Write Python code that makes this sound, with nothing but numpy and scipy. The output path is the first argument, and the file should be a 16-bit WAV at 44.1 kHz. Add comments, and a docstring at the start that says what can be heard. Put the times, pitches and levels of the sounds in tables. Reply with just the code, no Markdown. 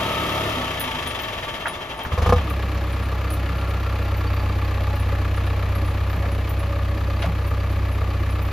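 """A diesel runs down almost to a stall, catches with a few hard barks and a clank, then settles into
a thudding idle that labours under a hydraulic pump. Each firing knocks in the block and puffs out
of the exhaust. Steel knocks and clunks come from the slowing engine and a backhoe loader; oil sings
in the valves, something squeaks in time with the engine, and the lowered bucket screens the knock.
Small metal trinkets tinkle on a decorated tractor beside the loader."""
import sys
import numpy as np
from scipy.fft import rfft, irfft
from scipy.io import wavfile

SR = 44100
rng = np.random.default_rng(int(sys.argv[2]) if len(sys.argv) > 2 else 0)


def to_wav(sig):
    """Store sig (one row per channel, or 1-D mono) as 16-bit WAV at the path in sys.argv[1].

    Samples outside -1..1 are clipped; the rate is SR.
    """
    pcm = np.clip(np.atleast_2d(sig), -1, 1) * 32767
    pcm = np.round(pcm).astype(np.int16)
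    wavfile.write(sys.argv[1], SR, pcm.T)  # frames by channels


N = 375732
TIME = np.arange(N) / SR
FREQS = np.maximum(np.arange(N // 2 + 1) * SR / N, 1)

# engine block resonances: pitch_hz, width_hz, gain_db
BLOCK_RINGS = [(831, 12, 5.5), (1178, 120, 6), (1335, 21, 0.5), (1676, 67, 3), (2320, 100, -13)]


def running_down():
    """Fuel cut: friction slows the diesel steadily; the growl ends and the valve gear chatters."""
    # spectra: freq_hz, gain_db
    body_colour = [(20, -30), (50, 4.5), (110, 3.5), (180, -2.5), (450, 1), (1000, -0.5), (1550, -2.5),
                   (2500, -5), (3400, -10), (4500, -16), (6000, -18.5), (11000, -24.5), (15000, -28)]
    growl_colour = [(40, -20), (130, -16), (250, 2), (600, -1), (1000, -7), (1300, 0.5), (1550, -11),
                    (3000, -9), (6000, -24)]
    valve_colour = [(500, -19), (1700, 5.5), (2600, 3.5), (3200, 1), (3800, -3.5), (5000, -10.5),
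                    (6500, -14), (12000, -52)]
    drone_colour = [(30, -1), (60, 1.5), (100, 3), (150, 1), (250, 2.5)]
    # resonances: pitch_hz, width_hz, gain_db
    body_rings = [(362, 18, -9), (636, 42, 1), (900, 16, 6.5), (1157, 26, 8.5), (1275, 15, 3.5)]
    growl_rings = [(357, 31, 0.5), (480, 13, -11), (634, 60, 6.5), (910, 7.8, 18.5), (1210, 34, 2),
                   (1287, 26, 7.5)]
    valve_rings = [(1784, 43, -3), (2230, 62, -6.5), (2714, 81, 0.5), (3025, 27, -1), (3160, 80, 7),
                   (3340, 54, 2), (3480, 38, 5), (3840, 37, 4), (4970, 87, -12.5), (5220, 52, -10),
                   (5700, 35, -30)]
    # harmonics 1-6 of the compression rate: level_db
    orders_db = [-19, -12.5, -12, -16.5, -16, -18.5]
    # stereo curves: (freq_hz, likeness), (freq_hz, balance_db), (freq_hz, left_lead_rad)
    image = ([(60, 1), (400, .88), (1200, .8), (1550, .6), (2400, .7), (4500, .45), (6500, .5), (8000, .95),
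             (15000, .9)], [(100, 0), (600, 2.5), (1400, 0), (3100, 6), (6000, 2), (8000, 0)], [(100, 0),
             (1210, .7), (1550, 2.6), (1810, .4), (3450, 1.6), (4300, 1.8), (4700, .3), (6600, -.9),
             (7800, -3), (9000, -3.3), (10800, -6), (13000, -6.5), (14700, -9.2)])
    full_hz, crawl_hz, cut_s, loss_hz_per_s = 34.7, 8, 0.485, 16.76
    rate_hz = np.clip(full_hz - loss_hz_per_s * (TIME - cut_s), crawl_hz, full_hz)
    phase, speed = np.cumsum(rate_hz) / SR, rate_hz / full_hz
    fuel = 1 - ramp(cut_s, 0.32)
    depth = 0.56 - 0.11 * speed  # single compressions stand out as it slows
    beat = depth * (rms_one(each_cycle(phase, rise=0.25, uneven_db=0.7)) ** 2 - 1)
    body = response(body_colour, body_rings + valve_rings)
    treble = 1 / (1 + (1500 / FREQS) ** 4)
    clatter = through(np.sqrt(1 + beat) * grit(grain_db=0.2), body * np.sqrt(treble))
    roar = through(np.sqrt(1 + 0.5 * beat) * grit(grain_db=1), body * np.sqrt(1 - treble))
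    combustion = engine_grit(phase, rate_hz, cylinders=1, alike=0.7, grain_db=1)
    growl = through(combustion, response(growl_colour, growl_rings + valve_rings))
    valve_gear = response(valve_colour, [(hz, width, db + 6.5) for hz, width, db in valve_rings])
    taps = each_cycle(phase - 0.08, rise=0.17, uneven_db=0.6) * grit(grain_db=1.2)
    chatter = through(rms_one(taps), valve_gear)
    orders = sum(from_db(db + 2 * drift(9.6))
                 * np.sin(2 * np.pi * (k * (phase + 0.031 * drift(25.67)) + rng.random()))
                 for k, db in enumerate(orders_db, 1))
    drone = from_db(-22.5) * speed ** 1.6 * through(orders, response(drone_colour))
    pair = (from_db(-26) * speed ** 0.85 * clatter
            + from_db(-29) * speed ** 0.29 * roar
            + from_db(-28) * fuel * growl
            + from_db(-36.5) * (1 - fuel) * speed ** 0.48 * chatter)
    fade = 1 - ramp(2.34, 0.28)  # the idle takes over
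    return fade * (to_stereo(pair, image) + drone)


def catching():
    """Over-fuelled firings bark in the pipe, crack in the block, boom in the silencer, shake panels."""
    # first firings: start_s, bark_db, clank_db, crack_db
    firings = [(2.048, -30, -42, -30), (2.118, -27.5, -29, -28), (2.176, -24.5, -20.5, -24),
               (2.217, -22, -26, -24), (2.259, -21, -18.5, -27), (2.29, -18.5, -17, -22),
               (2.322, -19.5, -8, -25), (2.358, -26, -37, -29)]
    # spectra: freq_hz, gain_db
    bark_colour = [(80, 12), (165, 14.5), (300, 1), (700, -1), (1200, 2), (1900, -11.5), (3500, -13.5),
                   (5500, -17.5), (8000, -22.5), (15000, -29.5)]
    crack_colour = [(300, -12), (900, -4), (1500, 8), (2400, 8), (3300, -8), (5500, -16), (8000, -24),
                    (15000, -32)]
    starts_s, bark_db, clank_db, crack_db = np.transpose(firings)
    rises_s = 0.22 * np.gradient(starts_s)
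    bark_env = sum(from_db(db) * burst(TIME - s, rise) for s, db, rise in zip(starts_s, bark_db, rises_s))
    barks = through(bark_env * grit(grain_db=0), response(bark_colour))
    crack_env = sum(from_db(db) * ramp(s, 0.0046) * decay(s, t60_s=0.046)
                    for s, db in zip(starts_s, crack_db))
    cracks = through(crack_env * grit(grain_db=1.5), response(crack_colour, BLOCK_RINGS))
    boom_db = -11 - 16 * np.exp((starts_s[0] - starts_s) / 0.066)  # builds to full strength
    booms = sum(from_db(db) * puff(TIME - s - 0.017, pitch_hz=73.7, length_s=0.061)
                for s, db in zip(starts_s, boom_db))
    softness_db = np.minimum(clank_db.max() - clank_db, 10)
    clanks = sum(clank(*hit) for hit in zip(starts_s, clank_db, softness_db))
    return barks + cracks, booms + clanks


def clank(start_s, level_db, softness_db):
    """The lurching engine strikes the bodywork; softer blows favour the upper modes."""
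    # panel modes: pitch_hz, level_db, t60_s
    modes = [(492, 0.5, 0.12), (694, -8, 0.1), (802, -9, 0.097), (1063, -3.5, 0.066), (1222, -7.5, 0.13),
             (1720, -18, 0.081), (2260, -25, 0.079)]
    start = int(start_s * SR)
    age_s = np.maximum(TIME - start_s, 0)[start:start + SR // 2]
    ring = 0
    for hz, db, t60_s in modes:
        tilt_db = 0.17 * softness_db * min(np.log2(hz / modes[0][0]), 1)
        envelope = from_db(db + tilt_db - 60 * age_s / t60_s)
        ring += envelope * np.sin(2 * np.pi * (hz * age_s + rng.random()))
    attack = np.clip(age_s / 0.0029, 0, 1)
    return np.pad(from_db(level_db) * attack * ring, (start, N))[:N]


def idle_motion():
    """Firing rate, firing count and load (0-1), which shows as the pump dragging the speed down."""
    # idle speed: time_s, firing_hz
    speeds = [(2.38, 32.923), (3, 32.258), (3.6, 32.288), (4.2, 31.785), (5.8, 31.65), (6.2, 31.949),
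              (8.5, 31.854)]
    free_hz, loaded_hz = 32.3, 31.7
    rate_hz = np.interp(TIME, *np.transpose(speeds))
    phase = np.cumsum(rate_hz * (TIME > speeds[0][0])) / SR
    load = np.clip((free_hz - rate_hz) / (free_hz - loaded_hz), 0, 1)
    return rate_hz, phase, load


def exhaust_thuds(rate_hz, phase, load):
    """One exhaust thud per firing, harder under load; strong and weak cylinders make the idle lope."""
    # thud of each cylinder: level_db
    lope_db = [1.35, -1.55, 0.35, -0.95]
    turn = phase.astype(int)
    strength = from_db(np.resize(lope_db, 600) + 0.65 * rng.standard_normal(600))
    pitch_hz = 74.4 + 4.8 * load  # hotter gas swings faster
    thuds = sum(strength[turn + k] * puff((phase - turn - k - 0.656) / rate_hz, pitch_hz, length_s=0.058)
                for k in (-1, 0, 1))
    fundamental = from_db(-18.5) * np.cos(2 * np.pi * (phase - 0.72))
    hum = from_db(-20.5 - 12.5 * load + 2.3 * drift(7.5)) * np.sin(2 * np.pi * 5 * phase)
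    return from_db(-26 + 3 * load) * rms_one((phase > 0) * (thuds + fundamental + hum))


def idle_clatter(rate_hz, phase, load):
    """Ignition crack, block knock, piston slap and pipe rasp per firing, over a wash of gears and fan."""
    # spectra: freq_hz, gain_db
    ignition_colour = [(400, 0), (1000, 0), (1800, 1), (2600, 1.5), (3200, -9), (4400, -8.5), (5600, -21.5),
                       (8000, -19), (15000, -11)]
    knock_colour = [(200, 1), (800, 7), (1400, 2), (2500, 4.5), (3200, -1), (4500, -5.5), (5600, -12.5),
                    (7500, -13.5), (10000, -31), (15000, -18.5)]
    slap_colour = [(200, -37), (480, 11), (850, -10.5), (1200, 2), (1600, -12.5), (4000, -11.5),
                   (8000, -70)]
    rasp_colour = [(20, -26), (45, 9.5), (100, 5), (160, 3.5), (220, 3.5), (400, -2.5), (650, -6.5),
                   (950, -9.5), (1500, -13), (4000, -32)]
    # exhaust pipe resonances: pitch_hz, width_hz, gain_db
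    pipe_rings = [(306.4, 7.3, 8.5), (477, 21, 0), (559, 22, 9), (632, 66, -5)]
    # grit that repeats per cylinder: knock_share, slap_share, rasp_share
    shares = [.35, .7, .5]
    running = phase > 0
    knock_grit, slap_grit, rasp_grit = (engine_grit(phase, rate_hz, cylinders=4, alike=share, grain_db=1.4)
                                        for share in shares)
    crack_env = each_cycle(phase + 0.078, rise=0.11, uneven_db=1, pattern_db=[-0.17, 0.5, -0.5, 1])
    knock_env = each_cycle(phase + 0.072, rise=0.24, uneven_db=1.2, pattern_db=[0.14, -1.3, -0.44, 0.57])
    wash = from_db(-0.5) * grit(grain_db=2)
    slap_env = each_cycle(phase - 0.15, rise=0.09, uneven_db=1, pattern_db=[1.5, -1, -1.5, -2.5])
    rasp_env = each_cycle(phase - 0.1, rise=0.35, uneven_db=0.5, pattern_db=[1.5, -1.5, 1, -1])
    bucket_db = -2 * ramp(5.17, 1.6)  # the lowered bucket screens the block
    block = sum(through(from_db(db + bucket_db) * rms_one(running * drive), response(colour, BLOCK_RINGS))
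                for drive, db, colour in [(crack_env * knock_grit, -48, ignition_colour),
                                          (knock_env * knock_grit + wash, -38.5, knock_colour),
                                          (slap_env * slap_grit, -42.5, slap_colour)])
    rasp = from_db(-35 - 0.1 * load) * rms_one(running * (rasp_env + from_db(-4)) * rasp_grit)
    return block + through(rasp, response(rasp_colour, pipe_rings))


def steel_clunks():
    """Steel knocks and clunks from the slowing engine and the loader, each followed by a thump."""
    # clunks: start_s, crash_db, t60_s, centre_hz, spread_octaves, thump_db
    hits = [(1.655, -18.5, 0.12, 1390, 0.43, -38), (1.989, -27, 0.042, 1500, 1, -57),
            (2.048, -25, 0.082, 1400, 0.46, -45), (2.77, -41, .08, 5170, 0.27, -55),
            (4.805, -26, .045, 750, 0.88, -54), (6.128, -33.5, 0.19, 1010, 1.1, -31),
            (6.231, -30.5, 0.17, 696, 1.1, -36), (6.627, -33, .13, 900, 0.59, -50),
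            (7.219, -25, 0.14, 2040, 0.66, -41), (7.236, -27, 0.24, 700, 1.1, -25.5),
            (8.015, -25.5, 0.048, 700, .7, -52)]
    # steel resonances: pitch_hz, width_hz, gain_db
    steel_rings = [(680, 190, 11), (1017, 30, -6), (1380, 41, 3), (1620, 40, 3), (2180, 30, -1),
                   (3250, 29, -10)]
    crashes, shudder = 0, 0
    for s, db, t60_s, centre_hz, spread_octaves, thump_db in hits:
        colour = [(centre_hz * 2 ** (k * spread_octaves), -3 * k * k) for k in range(-5, 6)]
        envelope = from_db(db) * ramp(s, 0.0039) * decay(s, t60_s)
        crashes += through(envelope * rng.standard_normal((2, N)), response(colour, steel_rings))
        shudder += from_db(thump_db) * decay(s + 0.026, t60_s=0.36)
    return crashes, shudder * unsteady_tone(pitch_hz=160, width_hz=25)


def trinkets(ring_t60_s=0.15, click_t60_s=0.049, reach_hz=350, detune=0.0058):
    """Tiny metal ornaments click together and ring very high; each touch favours a few modes."""
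    # clearest touches: start_s, level_db, centre_hz
    touches = [(0.795, -26, 13900), (0.805, -30.5, 10060), (1.071, -30, 9600), (1.2151, -36, 14400),
               (1.679, -34, 10300), (2.0313, -35.5, 14700), (2.4962, -36, 13900), (2.92, -42, 9400),
               (3.3016, -35, 9940), (3.32, -34, 9300), (3.335, -34, 14200), (4.1674, -40, 13800),
               (4.955, -42, 13900), (4.995, -42, 10300), (5.36, -42, 9550), (5.7494, -40, 11300),
               (6.49, -36, 13900), (6.59, -42, 11300), (7.25, -44, 14600), (7.71, -50, 8840),
               (8.4188, -40, 14100)]
    # ornament modes: pitch_hz
    modes_hz = [9220, 9200, 9580, 10210, 10490, 11280, 12140, 13600, 14360, 14700]
    faint_per_s, faint_db = 3.6, -45.5
    faint = [(when * N / SR, faint_db, modes_hz[int(which * len(modes_hz))])
             for when, which in rng.random((int(faint_per_s * N / SR), 2))]
    out, age_s = np.zeros((2, N + SR)), np.arange(SR // 3) / SR
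    attack = np.clip(age_s / 0.0046, 0, 1)
    for s, db, centre_hz in touches + faint:
        hz = np.array(modes_hz)[:, None] * (1 + detune * rng.standard_normal())
        favour = np.exp(-((hz - centre_hz) / reach_hz) ** 2 / 2) + from_db(-19)
        weight = favour * from_db(2.4 * rng.standard_normal(hz.shape))
        modes = np.sin(2 * np.pi * (hz * age_s + rng.random((2, len(hz), 1))))
        ring = (weight / np.linalg.norm(weight) * modes).sum(axis=1) * from_db(2 - 60 * age_s / ring_t60_s)
        scrape = np.diff(rng.standard_normal((2, len(age_s) + 2)), 2)
        click = scrape * from_db(-6 - 60 * age_s / click_t60_s)
        start = int(s * SR)
        out[:, start:start + len(age_s)] += from_db(db) * attack * (ring + click)
    return out[:, :N]


def hydraulics():
    """Oil sings through pump and valves in narrow, unsteady tones as the loader arms move."""
    # oil tones: start_s, loudest_s, end_s, pitch_hz, width_hz, level_db
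    tones = [(0.56, 0.56, 1.39, 251, 7.4, -37.5), (3, 4.7, 5.9, 847, 8.9, -47),
             (2.4, 3.8, 4.7, 1370, 27, -44), (4.9, 6.7, 8.6, 568, 11, -44.5)]
    return sum(from_db(db) * unsteady_tone(hz, width_hz) * np.interp(TIME, times_s, [0, 1, 0])
               for *times_s, hz, width_hz, db in tones)


def squeak(phase, wander_hz=44.2):
    """A thin metallic squeak pulses with the shake of the engine."""
    # squeak contour: time_s, level_db, pitch_hz
    contour = [(2.9, -69, 4570), (3.3, -56, 4560), (4.2, -53, 4580), (4.35, -46, 4605), (4.5, -44.5, 4610),
               (4.66, -57, 4640), (4.8, -62, 4620), (5.2, -60, 4620), (5.7, -53, 4600), (6.1, -61, 4650),
               (6.8, -60, 4640), (8.5, -57, 4700)]
    times_s, db, hz = np.transpose(contour)
    pulses = each_cycle(phase, rise=0.14, uneven_db=6)
    level_db = np.interp(TIME, times_s, db, left=-np.inf)
    pitch_hz = np.interp(TIME, times_s, hz) + wander_hz * drift(150)
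    return from_db(level_db) * pulses * np.sin(2 * np.pi * np.cumsum(pitch_hz) / SR)


def puff(age_s, pitch_hz, length_s):
    """One gas slug swings the silencer for a few cycles, with peak suction at age zero."""
    window = np.cos(np.pi * np.clip(age_s / length_s, -0.5, 0.5)) ** 4.1 * (abs(age_s) < length_s / 2)
    return -np.cos(2 * np.pi * pitch_hz * age_s) * window


def each_cycle(phase, rise, uneven_db, pattern_db=(0,)):
    """One burst of uneven strength per turn of phase, tails overlapping; rise in turns."""
    turn = np.maximum(np.floor(phase), 0).astype(int)
    strength = from_db(np.resize(pattern_db, 600) + uneven_db * rng.standard_normal(600))
    age = phase - turn
    tail = (turn > 0) * strength[turn - 1] * burst(age + 1, rise)
    return np.hypot(strength[turn] * burst(age, rise), tail)


def engine_grit(phase, rate_hz, cylinders, alike, grain_db):
    """Grit whose share `alike` repeats whenever the same cylinder fires, giving the engine orders."""
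    stroke = int(SR / rate_hz.max())
    size = cylinders * stroke
    imprint = rms_one(irfft(np.exp(2j * np.pi * rng.random((2, size // 2 + 1))), size))
    place = (np.floor(phase) * stroke + phase % 1 * SR / rate_hz).astype(int) % size
    return np.sqrt(alike) * imprint[:, place] + np.sqrt(1 - alike) * grit(grain_db)


def grit(grain_db):
    """Two independent noises of tiny, uneven impacts; unit rms."""
    noise = rng.standard_normal((2, N))
    grains = np.repeat(rng.standard_normal(N // 32 + 1), 32)[:N]
    return rms_one(noise * from_db(grain_db * grains))


def unsteady_tone(pitch_hz, width_hz):
    """Noise in one narrow resonance; unit rms."""
    return rms_one(through(rng.standard_normal(N), 1 / (1 + ((FREQS - pitch_hz) / width_hz) ** 2)))


def burst(age, rise):
    """Swells to one at `rise`, then dies away."""
    u = np.maximum(age, 0) / rise
    return u * np.exp(1 - u)


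def decay(start_s, t60_s):
    """Sudden onset, exponential fall."""
    age_s = TIME - start_s
    return (age_s > 0) * from_db(-60 * np.clip(age_s / t60_s, 0, 4))


def ramp(start_s, length_s):
    """Linear rise from zero to one."""
    return np.clip((TIME - start_s) / length_s, 0, 1)


def drift(rate_hz):
    """Random wander between knots of unit spread."""
    knots = rng.standard_normal(2000)
    return np.interp(TIME * rate_hz, np.arange(len(knots)), knots)


def response(colour, rings=()):
    """Broad spectrum with resonances on top; unit power gain."""
    peaks = sum(from_db(db) / (1 + 1j * (FREQS ** 2 - hz ** 2) / (FREQS * width_hz))
                for hz, width_hz, db in rings)
    gain = from_db(over_hz(colour)) * (1 + peaks)
    return gain / np.sqrt(np.mean(abs(gain) ** 2))


def over_hz(points):
    """Interpolate a curve over log frequency."""
    hz, value = np.transpose(points)
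    return np.interp(np.log(FREQS), np.log(np.maximum(hz, 1)), value)


def through(x, gain):
    """Filter by a frequency response."""
    return irfft(rfft(x) * gain, N)


def to_stereo(pair, image):
    """Mix a shared and a differing part into left and right, with level and phase offsets."""
    likeness, balance_db, lead_rad = (over_hz(points) for points in image)
    side = np.array([[1], [-1]])
    shared, differing = rfft(pair)
    channels = np.sqrt((1 + likeness) / 2) * shared + side * np.sqrt((1 - likeness) / 2) * differing
    return irfft(channels * from_db(side * balance_db / 2) * np.exp(0.5j * side * lead_rad), N)


def from_db(db):
    """Decibels to gain."""
    return 10 ** (np.asarray(db) / 20)


def rms_one(x):
    """Scale to unit rms."""
    return x / np.sqrt(np.mean(x ** 2) + 1e-20)


def scene():
    """Engine, loader and trinkets: noisy parts spread in stereo; thuds, clanks and tones centred."""
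    # stereo curves: (freq_hz, likeness), (freq_hz, balance_db), (freq_hz, left_lead_rad)
    image = ([(60, .99), (400, .97), (1200, .94), (1550, .6), (1900, .93), (3000, .88), (4500, .65),
             (6500, .6), (8000, .95), (15000, .9)], [(100, 0), (1000, 0), (2000, 1.5), (4000, 2.5),
             (7000, 0)], [(100, 0), (1350, -.1), (1550, -1.5), (1750, 0), (4800, .2), (6600, -1),
             (7800, -3), (9000, -3.3), (10500, -5.9), (13000, -6.5), (14700, -9.1)])
    rate_hz, phase, load = idle_motion()
    barks_and_cracks, booms_and_clanks = catching()
    crashes, thumps = steel_clunks()
    centred = booms_and_clanks + exhaust_thuds(rate_hz, phase, load) + squeak(phase) + thumps + hydraulics()
    slowing = running_down()
    spread = barks_and_cracks + idle_clatter(rate_hz, phase, load) + crashes + trinkets()
    return slowing + centred + to_stereo(spread, image)


def record(dry):
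    """Soft saturation, then a steep low-pass."""
    cutoff_hz = 15650
    rounded = 1.34 * np.tanh(dry / 1.252)
    return through(rounded, 1 / (1 + (FREQS / cutoff_hz) ** 300))


dry = scene()
out = record(dry)
to_wav(out)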